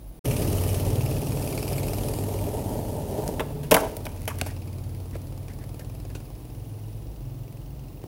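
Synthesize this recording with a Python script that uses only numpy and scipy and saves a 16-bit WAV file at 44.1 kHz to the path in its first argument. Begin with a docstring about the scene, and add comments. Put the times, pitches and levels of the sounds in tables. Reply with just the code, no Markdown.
"""A walled car park at night: a skateboard rolls in over rough asphalt, pops over a low block, lands and clatters to
a stop, and the rider walks past with soft steps. Random stone impacts drive the wheels; knocks ring the wooden deck.
Beyond, a single-cylinder motorcycle thumps away and changes up once, each firing driving its exhaust note and rasp.
Insects trill as fuzzy high tones over filtered-noise traffic and a low town rumble. All sound drops out briefly
near the start."""
import sys
import numpy as np
from scipy import signal
from scipy.fft import rfft, irfft
from scipy.io import wavfile
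from scipy.ndimage import uniform_filter1d

SR = 44100
rng = np.random.default_rng(int(sys.argv[2]) if len(sys.argv) > 2 else 0)


def log_audio(samples):
    """Write samples as a 16-bit WAV file to the path given in sys.argv[1]."""
    # one column per channel
    frames = np.atleast_2d(samples).T
    # limit to full scale, then quantise
    limited = np.clip(frames, -1, 1)
    pcm = np.round(limited * 32767).astype(np.int16)
    wavfile.write(sys.argv[1], SR, pcm)


N = 355975
T = np.arange(N) / SR  # time of every sample, s

# the board rolls in, its rolling starts to fade just before the tail slap, and it lands
START_S, ROLL_FADE_S, LAND_S = 0.245, 3.263, 3.75
# ticking of hard contacts and small dry clicks: [pitch_hz, level_db_per_hz]
TICK = [(2000, -5), (4000, -11), (5600, -5.5), (7500, -9.5), (10200, -2.5), (12000, -3.5), (14000, -4.5),
        (15300, -15), (16000, 5.5)]
# motorcycle throttle, shut for the gear change: [start_s, opening_0_to_1]
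THROTTLE = [(0, 0.46), (0.9, 0.5), (1.4, 0.3), (1.7, 0.7), (2.5, 0.92), (3.0, 0), (3.65, 0), (4.1, 0.93),
            (8.07, 0.7)]
# sharp exhaust pops and tinny ring of the motorcycle: [start_s, pops_db, ring_db]
BITE = [(.26, -56, -50.5), (0.8, -54, -53), (1.4, -41.5, -54), (1.7, -34.5, -45.5), (1.88, -41.5, -50.5),
        (2.1, -38, -73), (2.45, -62, -79), (3.6, -57, -78), (4.65, -51.5, -59.5), (5.1, -51.5, -79),
        (5.8, -48.5, -68), (6.4, -56.5, -70), (6.7, -60.5, -70)]


def amp(db):
    """Decibels to gain."""
    return 10 ** (np.asarray(db) / 20)


def unit(x):
    """Scales to rms 1."""
    return x / np.sqrt(np.mean(x ** 2) + 1e-20)


def curve(rows, axis=1):
    """One column of a time table at every sample."""
    rows = np.array(rows)
    return np.interp(T, rows[:, 0], rows[:, axis])


def read(points, hz):
    """A spectrum table on a log-frequency axis."""
    f, value = np.transpose(points)
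    return np.interp(np.log(hz + 1), np.log(f + 1), value)


def colour(x, points, size=4096):
    """Causal minimum-phase filter with the given spectrum."""
    hz = abs(np.fft.fftfreq(size, 1 / SR))
    log_gain = np.log(amp(np.maximum(read(points, hz), -100)))
    taps = np.fft.ifft(np.exp(np.conj(signal.hilbert(log_gain)))).real
    return signal.oaconvolve(x, taps[:size // 2])[:len(x)]


def wander(rate):
    """Slow random drift of rms 1, mostly below the given rate in Hz."""
    hz = np.fft.rfftfreq(2 ** 14, T[-1] / 2 ** 14)
    slow = irfft(rfft(rng.standard_normal(2 ** 14)) / (1 + (hz / rate) ** 4))
    return unit(np.interp(T, np.linspace(0, T[-1], len(slow)), slow))


def add(mix, s, sound):
    """Mixes a sound in at time s."""
    part = mix[round(s * SR):][:len(sound)]
    part += sound[:len(part)]


def patchy(x, depth_db):
    """The colour shifts at random from moment to moment; rms 1."""
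    z = signal.stft(x, nperseg=512)[2]
    patches = uniform_filter1d(rng.standard_normal(z.shape), size=7, axis=0)
    patches = unit(uniform_filter1d(patches, size=8, axis=1))
    return unit(signal.istft(z * amp(depth_db * patches), nperseg=512)[1][:N])


def band(hz, width):
    """A fuzzy tone of rms 1 around a fixed or moving pitch."""
    turn = np.exp(2j * np.pi * np.cumsum(hz * np.ones(N)) / SR)
    envelope = wander(width / 2) + 1j * wander(width / 2)
    return unit((envelope * turn).real)


def impacts(per_s, spread_db):
    """Random small impacts whose sizes vary by chance; rms 1."""
    size = amp(spread_db * np.minimum(rng.exponential(1, N), 5))
    struck = rng.random(N) < per_s / SR
    return unit(size * rng.standard_normal(N) * struck)


def burst(points, decay, rise=0.0001, grain_db=3):
    """A grainy burst falling 60 dB in `decay` s, with the energy of 12 ms at rms 1."""
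    t = np.arange(SR // 4) / SR
    grains = rng.standard_normal(len(t)) * amp(grain_db * np.minimum(rng.exponential(1, len(t)), 4))
    chatter = grains * amp(-60 * t / decay) * (1 - np.exp(-t / rise))
    return unit(colour(chatter, points)) * np.sqrt(0.012 * SR / len(t))


def wheels(rumble_db=-0.5, hiss_db=-3.0, bumpy_db=1.15, push_db=4, push_s=3.19, push_length=0.038,
           far_db=-5, near_db=2, edge_hz=680):
    """Stones in the asphalt shake the deck, under a crackling treble hiss; both share the rolling envelope."""
    # levels during the approach, before the trims; the hiss falls: [start_s, rumble_db, hiss_db]
    roll = [(0.3, -28.5, -36), (0.77, -33.5, -36), (0.86, -31.5, -41.5), (1.3, -34, -40),
            (1.75, -33, -38.5), (2.3, -32.5, -41.5), (2.6, -31.5, -43), (3.05, -33.5, -45.5),
            (3.26, -29.5, -43)]
    # wheels and deck shaken by the asphalt: [pitch_hz, level_db_per_hz]
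    rumble_colour = [(50, -7), (80, -2.5), (140, -4), (214, -4), (363, -6.5), (428, 1), (476, -9),
                     (595, -3.5), (718, -11.5), (931, -12.5), (1100, -33.5), (1600, -36), (2600, -41)]
    # crackling treble hiss: [pitch_hz, level_db_per_hz]
    hiss_colour = [(710, -29), (1200, 0.5), (1610, -14), (1750, -3.5), (2020, -11.5), (2920, -3),
                   (3590, -9), (4860, -6), (8080, -6), (9110, -1), (10500, -2.5), (11700, 0.5),
                   (13300, -4.5), (16000, -7)]
    fade_db_per_s, landed_db, slowing_db_per_s = 51, -6.5, 31
    fading_db = -fade_db_per_s * np.maximum(T - ROLL_FADE_S, 0)
    slowing_db = landed_db - slowing_db_per_s * (T - LAND_S)
    contact_db = np.where(T < LAND_S, fading_db, slowing_db)
    rolling = (T > START_S) * amp(contact_db + bumpy_db * wander(57))
    push = amp(push_db * np.exp(-((T - push_s) / push_length) ** 2))  # the rider presses down before the jump

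    shake = unit(colour(impacts(per_s=2500, spread_db=1.5), rumble_colour))
    low = signal.sosfiltfilt(signal.butter(4, edge_hz, fs=SR, output="sos"), shake)
    nearness_db = np.interp(T, [START_S, ROLL_FADE_S], [far_db, near_db])
    shake = low + (shake - low) * amp(nearness_db)  # brighter as it nears
    rumble = shake * amp(curve(roll) + rumble_db) * push

    crackle = impacts(per_s=5000, spread_db=3) + 0.82 * rng.standard_normal(N)
    hiss = patchy(colour(crackle, hiss_colour), depth_db=2.0)
    hiss = hiss * amp(curve(roll, axis=2) + hiss_db)
    return rolling * (rumble + hiss)


def knocks(rows, crack_colour, body_db=-4, crack_db=3, tick_db=3, off_centre_db_per_octave=7):
    """Each row is a short chatter: deck resonances ring under a noisy crack and a bright tick."""
    # resonances of the wooden deck: [pitch_hz, level_db, t60_s]
    deck = [(177, 2.5, 0.13), (280, 4.5, 0.043), (403, -5, 0.047), (443, 5, 0.056), (506, -6.5, 0.049),
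            (550, 0, 0.036), (633, 5, 0.058), (683, -6, 0.024), (780, -2.5, 0.053), (870, 1, 0.042),
            (963, -5, 0.07), (1053, -11, 0.096), (1480, -12, 0.051), (1523, -12, 0.11), (2060, -21, 0.09),
            (2470, -17, 0.069), (2990, -9, 0.07)]
    out, t = np.zeros(N), np.arange(SR // 4) / SR
    for s, body, crack, tick, decay, hardness, centre_hz in rows:
        ring = np.zeros(len(t))
        for hz, db, t60 in deck:
            phase = rng.uniform(0, 2 * np.pi)  # each blow lands on another spot
            mode_db = db - off_centre_db_per_octave * abs(np.log2(hz / centre_hz))
            ring += amp(mode_db - 60 * t / t60) * np.sin(2 * np.pi * hz * t + phase)
        ring = unit(ring * (1 - np.exp(-t / 0.002))) * np.sqrt(0.012 * SR / len(t))  # same energy as a burst
        wood = [(hz * hardness, db) for hz, db in crack_colour]  # a softer contact cracks lower
        blow = amp(body + body_db) * ring
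        blow += amp(crack + crack_db) * burst(wood, decay)
        blow += amp(tick + tick_db) * burst(TICK, decay)
        add(out, s, blow)
    return out


def tail_slaps():
    """The tail of the deck slaps the asphalt for the jump, with a dry wooden crack."""
    # slaps, levels before the trims in knocks(); hardness scales the crack's pitch, the deck rings most at centre:
    # [start_s, body_db, crack_db, tick_db, decay_s, hardness_factor, centre_hz]
    slaps = [(3.396, -25.5, -34, -38, 0.026, 1, 450), (3.404, -19, -33.5, -38, 0.035, 1, 443)]
    # dry crack of the wooden tail: [pitch_hz, level_db_per_hz]
    tail_crack = [(400, -12), (950, 5.5), (1500, 0), (1900, -3), (2600, 3), (3100, -4), (3650, -2),
                  (4300, -21), (7000, -21)]
    return knocks(slaps, tail_crack)


def landing_clatter():
    """Hard knocks of wheels, trucks and deck, thickest around the landing, with two dull wall echoes."""
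    # knocks, with the wall echoes at 3.803 and 3.830 s; levels before the trims in knocks():
    # [start_s, body_db, crack_db, tick_db, decay_s, hardness_factor, centre_hz]
    contacts = [(3.278, -52, -47, -29.5, 0.011, 2.8, 550), (3.631, -38, -52.5, -40, 0.13, 1.14, 800),
                (3.711, -21, -31, -14, 0.089, 0.93, 650), (3.715, -11.5, -24.5, -19, 0.044, 1.06, 450),
                (3.720, -6.5, -28, -32, 0.031, 0.79, 800), (3.742, -31, -25, -13.5, 0.04, 1.05, 754),
                (3.745, -10.5, -26.5, -24, 0.04, 0.94, 680), (3.756, -19, -29, -44, 0.09, 0.34, 600),
                (3.766, -15, -25, -27, 0.027, 0.58, 845), (3.778, -36, -30.5, -40, 0.11, 0.35, 900),
                (3.803, -31, -43, -33, 0.058, 0.3, 700), (3.830, -21, -39, -50, 0.12, 0.33, 700),
                (3.967, -32, -41, -34.5, 0.022, 10, 567), (4.053, -37, -47.5, -35.5, 0.046, 1.6, 596),
                (4.066, -33, -41.5, -41, 0.019, 0.98, 800), (4.277, -26, -35, -26, 0.064, 0.94, 670),
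                (4.301, -39, -43, -40, 0.071, 0.72, 1000), (4.463, -32, -48, -33.5, 0.11, 1.04, 760)]
    # hard contact of wheels and trucks: [pitch_hz, level_db_per_hz]
    hard_crack = [(500, -18.5), (900, -2), (1200, -2), (1450, 4.5), (1850, -1), (2050, -1), (2250, 7),
                  (2520, 5), (2900, 2), (3200, 2), (3700, -2), (4250, -23), (7000, -22.5)]
    return knocks(contacts, hard_crack)


def skids(width_hz=420):
    """Wheels and tail skid sideways: brief stick and slip whose pitch glides as the board twists."""
    # skids: [start_s, length_s, level_db, start_hz, end_hz]
    slides = [(3.404, 0.03, -42, 1410, 950), (3.765, 0.0225, -25.5, 1653, 800),
              (4.292, 0.035, -38, 754, 1270)]
    out = np.zeros(N)
    for s, length, db, start_hz, end_hz in slides:
        along = np.clip((T - s) / length, 0, 1)
        swell = np.sin(np.pi * along ** 0.91)
        out += amp(db) * swell * band(start_hz + (end_hz - start_hz) * along, width_hz)
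    return out


def rattle(per_s=600, rattle_db=-52, hold_s=4.6, fade_db_per_s=90, jolt_db=-36, jolt_db_per_s=95):
    """Loose grit and hardware buzz at the landing and tick on until the board settles."""
    settling = amp(rattle_db - fade_db_per_s * np.maximum(T - hold_s, 0))
    jolt = amp(jolt_db - jolt_db_per_s * np.maximum(T - LAND_S, 0))
    ticking = unit(colour(impacts(per_s, spread_db=-10.0), TICK))
    return (T > LAND_S) * (settling + jolt) * ticking


def dry_clicks():
    """A few small dry clicks stand alone, each a short bright burst."""
    # single clicks; the last three fall on motorcycle firings: [start_s, level_db, decay_s]
    clicks = [(4.092, -47, 0.01), (4.163, -44, 0.014), (4.218, -43, 0.01), (4.255, -43, 0.008),
              (4.357, -44, 0.008), (4.386, -33.5, 0.034), (5.793, -39, 0.06), (7.526, -49, 0.013),
              (7.572, -52, 0.014)]
    out = np.zeros(N)
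    for s, db, decay in clicks:
        add(out, s, amp(db) * burst(TICK, decay))
    return out


def spinning():
    """Free wheels hum through the deck during the jump: one slightly unsteady tone that swells and fades."""
    pitch_hz, level_db, loudest_s, spread_s = 430, -39.5, 3.56, 0.12
    swell = np.exp(-((T - loudest_s) / spread_s) ** 2)
    return amp(level_db) * swell * np.sin(2 * np.pi * np.cumsum(pitch_hz + 6 * wander(15)) / SR)


def footfalls(weight_lag_s=0.0038, thud_decay=0.028):
    """The sole slaps, then the weight comes down."""
    # footfalls, the first as the rider jumps off: [start_s, thud_db, slap_db, slap_decay_s]
    steps = [(4.413, -26, -26.5, 0.012), (5.151, -35, -52.5, 0.03), (6.15, -37.5, -42.5, 0.083),
             (8.036, -36, -58, 0.065)]
    # flat of a shoe hitting the ground: [pitch_hz, level_db_per_hz]
    slap_colour = [(500, -5), (1100, -8), (1450, 6.5), (1950, -5), (2500, 6.5), (3300, 2), (4500, -1),
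                   (6500, -4), (8000, -5), (12000, -7), (13500, -16), (16000, -8)]
    # weight behind the step: [pitch_hz, level_db_per_hz]
    thud_colour = [(100, 3), (200, -2), (450, 4.5), (700, -3.5), (1100, -16), (3000, -35)]
    out = np.zeros(N)
    for s, thud_db, slap_db, decay in steps:
        add(out, s, amp(slap_db) * burst(slap_colour, decay, rise=0.00082))
        add(out, s + weight_lag_s, amp(thud_db) * burst(thud_colour, thud_decay))
    return out


def shoes():
    """Soles drag briefly over loose grit."""
    # scuffs: [start_s, level_db, length_s]
    scuffs = [(4.39, -37, 0.03), (4.475, -41, 0.059), (5.124, -42.5, 0.042), (5.477, -43.5, 0.055),
              (5.587, -47.5, 0.066), (5.795, -44, 0.033), (6.092, -47, 0.032), (8.024, -53, 0.023)]
    # rubber sole on asphalt: [pitch_hz, level_db_per_hz]
    sole_colour = [(200, 17.5), (700, -2), (1200, -11), (1800, 6), (2500, -9), (4000, -11), (14000, -21)]
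    drag = sum(amp(db) * np.sin(np.pi * np.clip((T - s) / length, 0, 1)) for s, db, length in scuffs)
    grains = impacts(per_s=4000, spread_db=2)
    return drag * unit(colour(grains, sole_colour))


def yard(x, wet_db=-14, wall_db=-17, wall_s=0.1):
    """Car park echo: a dull slap from the long wall and a thin diffuse tail of decaying noise."""
    # reverberation of the car park: [pitch_hz, t60_s]
    yard_t60 = [(150, 1), (600, 0.52), (2000, 0.43), (6000, 0.53), (15000, 0.23)]
    hz, t, z = signal.stft(rng.standard_normal(SR), SR, nperseg=256)
    tail = signal.istft(z * amp(-60 * t / read(yard_t60, hz)[:, None]), SR, nperseg=256)[1]
    tail = tail * np.minimum(np.arange(len(tail)) / SR / 0.0018, 1)
    out = x + amp(wet_db) * signal.fftconvolve(x, tail / np.linalg.norm(tail))[:N]
    wall = colour(x, [(200, -4), (450, -1), (950, 0.5), (1400, -15), (4000, -25), (15000, -16)])
    add(out, wall_s, amp(wall_db) * wall)
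    return out


def motorcycle(uneven_db=3.0, note_db=0, pipe_db=-1):
    """Every firing drives the exhaust note, rings the pipe and lets out a puff."""
    # firing rate: it pulls, changes up near 3 s, and pulls again: [start_s, firings_per_s]
    firing_rate = [(0.25, 18.09), (1.35, 19.49), (2.6, 19.88), (3.05, 18.06), (3.55, 18.48), (3.85, 17.59),
                   (4.9, 18.33), (6.2, 19.85), (7.0, 21.61), (8.07, 22.68)]
    # exhaust pipe resonances: [pitch_hz, width_hz, level_db]
    pipe_modes = [(40.2, 87, -10), (123.3, 6.1, 8), (301, 21, 0), (460, 48, -12)]
    running = T > 0.255
    rate = curve(firing_rate)
    turns = np.cumsum(rate * running) / SR  # firings so far
    firings = np.diff(np.ceil(turns), prepend=0) * amp(uneven_db * wander(58))
    t = np.arange(SR // 3) / SR
    pipe = np.zeros(len(t))
    for hz, width, db in pipe_modes:
        pipe += amp(db) * width * np.exp(-np.pi * width * t) * np.cos(2 * np.pi * hz * t)
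    thump = signal.oaconvolve(firings, pipe)[:N]
    thump = colour(thump, [(22, -30), (40, -2.5), (450, -1), (900, -37.0), (1500, -33), (4000, -77)])
    boom = amp(note_db) * exhaust_note(turns, rate) + amp(pipe_db) * unit(thump) * note_level()
    return running * (boom + exhaust_rasp(turns) + tinny_ring(turns))


def throttle_shut():
    """How far the throttle is closed, 0 to 1."""
    return 1 - np.clip(curve(THROTTLE), 0, 1)


def note_level(waver_db=1.5):
    """Gain of the exhaust as the motorcycle rides away, changed a little by the throttle."""
    note_db, doubling_s, shut_db = -38, 1.43, 2  # distance has doubled after doubling_s
    return amp(note_db + shut_db * throttle_shut() + waver_db * wander(4.0)) / (1 + T / doubling_s)


def exhaust_note(turns, rate, overrun_db=16, overrun_hz=147, smear=0.1):
    """The low drone: three strong harmonics of the firing rate that swell in turn, and weaker ones around them."""
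    # three strongest harmonics: [start_s, fifth_db, sixth_db, seventh_db]
    drone = [(0.3, -51, -29, -26), (0.52, -26, -52, -48), (0.72, -27, -43, -43), (1.0, -29, -27.5, -28.5),
             (1.45, -41, -63, -39), (1.85, -35, -45, -33.5), (2.35, -31, -60, -52), (2.75, -42, -35.5, -54),
             (3.5, -47, -56, -75), (3.9, -44, -41.5, -49), (4.35, -34.5, -45.5, -43.5),
             (5.4, -37.5, -55, -42), (5.75, -43, -44.5, -46.5), (6.2, -39.5, -53, -44),
             (6.42, -53, -56, -59), (6.6, -37.5, -42.5, -53), (6.9, -36.5, -51, -46),
             (7.08, -47, -54, -53.5), (7.27, -39, -36.5, -63), (7.55, -41, -44.5, -49),
             (7.78, -55.5, -40.5, -51), (8.05, -41, -47, -60)]
    # weaker harmonics, before the note level: [multiple_of_firing_rate, level_db]
    weak_orders = [(2, 1), (3, -7), (4, 0), (8, -9.5), (9, -7.5), (10, -7.5), (12, -12), (13, -5),
                   (14, -10.5), (15, -9), (16, -25), (17, -38)]
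    shut, weak = throttle_shut(), np.zeros(N)

    def harmonic(order):
        """The silencer delays the higher orders, so each beat is drawn out."""
        return np.sqrt(2) * np.cos(2 * np.pi * (order * turns - smear * order ** 2 / 2))

    for order, db in weak_orders:
        # with the throttle shut a higher drone stands out
        drone_db = shut * overrun_db * np.exp(-((order * rate - overrun_hz) / 12) ** 2)
        weak += amp(db + drone_db + 2 * wander(1.0)) * harmonic(order)
    strong = sum(amp(curve(drone, axis=k + 1)) * harmonic(order) for k, order in enumerate((5, 6, 7)))
    return strong + weak * note_level()


def exhaust_rasp(turns, puff_turns=0.1, crank_share=0.35, wash=0.095):
    """A puff of gas and a sharp pop at every firing, and a faint rattle on the crank turn between."""
    # exhaust rasp: [pitch_hz, level_db_per_hz]
    rasp_colour = [(200, -5), (500, 5.5), (1000, 6.5), (1600, -9), (2450, 9), (3700, -2), (5200, 1.5),
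                   (7500, -3), (11000, 8), (16000, -11)]
    # exhaust pop: [pitch_hz, level_db_per_hz]
    pop_colour = [(120, -3), (300, 5.5), (700, -0.5), (1150, -9.5), (1800, -22), (2500, -10.5),
                  (3500, -20.5), (4800, -12), (5800, -18.5), (7200, -16), (9000, -18), (12500, -18),
                  (16000, -28)]
    # the rasp fades until the motorcycle is far off, and drops while the throttle is shut
    start_db, recede_db_per_s, far_s, shut_db = -34.5, 6, 6.6, -15
    puff = np.exp(-(turns % 1) / puff_turns)
    crank = crank_share * np.exp(-((turns + 0.5) % 1) / puff_turns)
    gate = puff + crank + wash
    rasp = patchy(colour(rng.standard_normal(N) * gate, rasp_colour), depth_db=2.5)
    snap = np.exp(-(turns % 1) / 0.065) * amp(1.5 * wander(20))
    pops = patchy(colour(rng.standard_normal(N) * snap, pop_colour), depth_db=2.5)
    rasp_db = start_db - recede_db_per_s * np.minimum(T, far_s) + shut_db * throttle_shut() ** 2
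    return rasp * amp(rasp_db) + pops * amp(curve(BITE))


def tinny_ring(turns, ring_turns=0.19, width_hz=520, upper_ratio=2.02, upper_db=-3, drift_hz=110):
    """Two metallic resonances, struck at every firing, that drift in pitch."""
    # lower resonance, before its random drift: [start_s, pitch_hz]
    ring_pitch = [(0.3, 2850), (0.9, 2725), (1.5, 2443), (1.9, 2253), (4.6, 2466), (5.1, 2156), (6.1, 2690),
                  (8.07, 2806)]
    struck = np.exp(-(turns % 1) / ring_turns) * np.minimum((turns % 1) / 0.05, 1)
    hz = curve(ring_pitch) + drift_hz * wander(9)
    metal = band(hz, width_hz) + amp(upper_db) * band(hz * upper_ratio, width_hz * upper_ratio)
    return unit(struck * metal) * amp(curve(BITE, axis=2))


def insects(chirp_turns=0.15):
    """High trills, each a fuzzy tone, and one evenly chirping bush cricket of pulsed noise."""
    # trills: [pitch_hz, width_hz, level_db, end_s]
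    trill_rows = [(10030, 240, -68.5, 7.05), (9700, 1000, -70, 7.05), (14600, 200, -74, 8.1),
                  (15250, 240, -65.5, 8.1), (15500, 700, -69, 8.1)]
    # bush cricket, before the pulsing: [start_s, level_db]
    chirp_level = [(0, -59), (5.4, -66), (6.25, -62), (6.8, -63), (7.2, -70), (8.07, -66)]
    # bush cricket: [pitch_hz, level_db_per_hz]
    chirp_colour = [(8000, -40), (10600, -12), (11450, 0), (12500, -5), (13500, -22), (16000, -35)]
    chirp_s, chirps_per_s = 6.68, 6.98  # time of one chirp, and the rate
    trills = np.zeros(N)
    for hz, width, db, until in trill_rows:
        trills += amp(db) * band(hz, width) * np.clip((until - T) / 0.016, 0, 1)
    off_beat = ((T - chirp_s) * chirps_per_s + 0.5) % 1 - 0.5
    pulses = np.exp(-(off_beat / chirp_turns) ** 2)
    chirps = pulses * unit(colour(rng.standard_normal(N), chirp_colour))
    return trills + chirps * amp(curve(chirp_level))


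def night():
    """Distant traffic and hiss as filtered noise, and the low rumble of the town as a fuzzy tone."""
    # distant traffic and hiss: [pitch_hz, level_db_per_hz]
    air_colour = [(20, -58), (30, -21), (48, -5), (70, -12), (110, 1.5), (200, -14.5), (290, -12),
                  (420, -15.5), (800, -22.5), (1480, -37), (2840, -37), (3700, -38), (5000, -38.5),
                  (7700, -43), (11500, -37), (13400, -42), (16000, -36)]
    # their level: [start_s, level_db]
    air_level = [(0.2, -47), (.3, -30), (3.2, -40), (3.55, -38.5), (4.5, -41), (8.07, -44.5)]
    town_hz, town_width_hz, town_db = 49, 20, -42.5
    air = unit(colour(rng.standard_normal(N), air_colour)) * amp(curve(air_level))
    return air + amp(town_db) * band(town_hz, town_width_hz)


def scene():
    """Knocks, skids, clicks and shoes echo in the yard; wheels, motorcycle, insects and night air stay dry."""
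    board = tail_slaps() + landing_clatter() + skids() + rattle() + spinning()
    echoing = yard(board + dry_clicks() + footfalls() + shoes())
    return (echoing + wheels() + motorcycle() + insects() + night())[None]


def record(dry):
    """The sound drops out briefly near the start; a bass cut, softly rounded peaks, then the band limit."""
    edge_hz = 15900
    live = np.interp(T, [0.191, 0.194, 0.24, 0.256], [1, 0, 0, 1])
    cut = signal.sosfilt(signal.butter(6, 33, "highpass", fs=SR, output="sos"), dry)
    lowpass = signal.firwin(511, edge_hz, window=("kaiser", 9), fs=SR)
    return signal.oaconvolve(np.tanh(cut * live), lowpass[None], "same")


dry = scene()
out = record(dry)
log_audio(out)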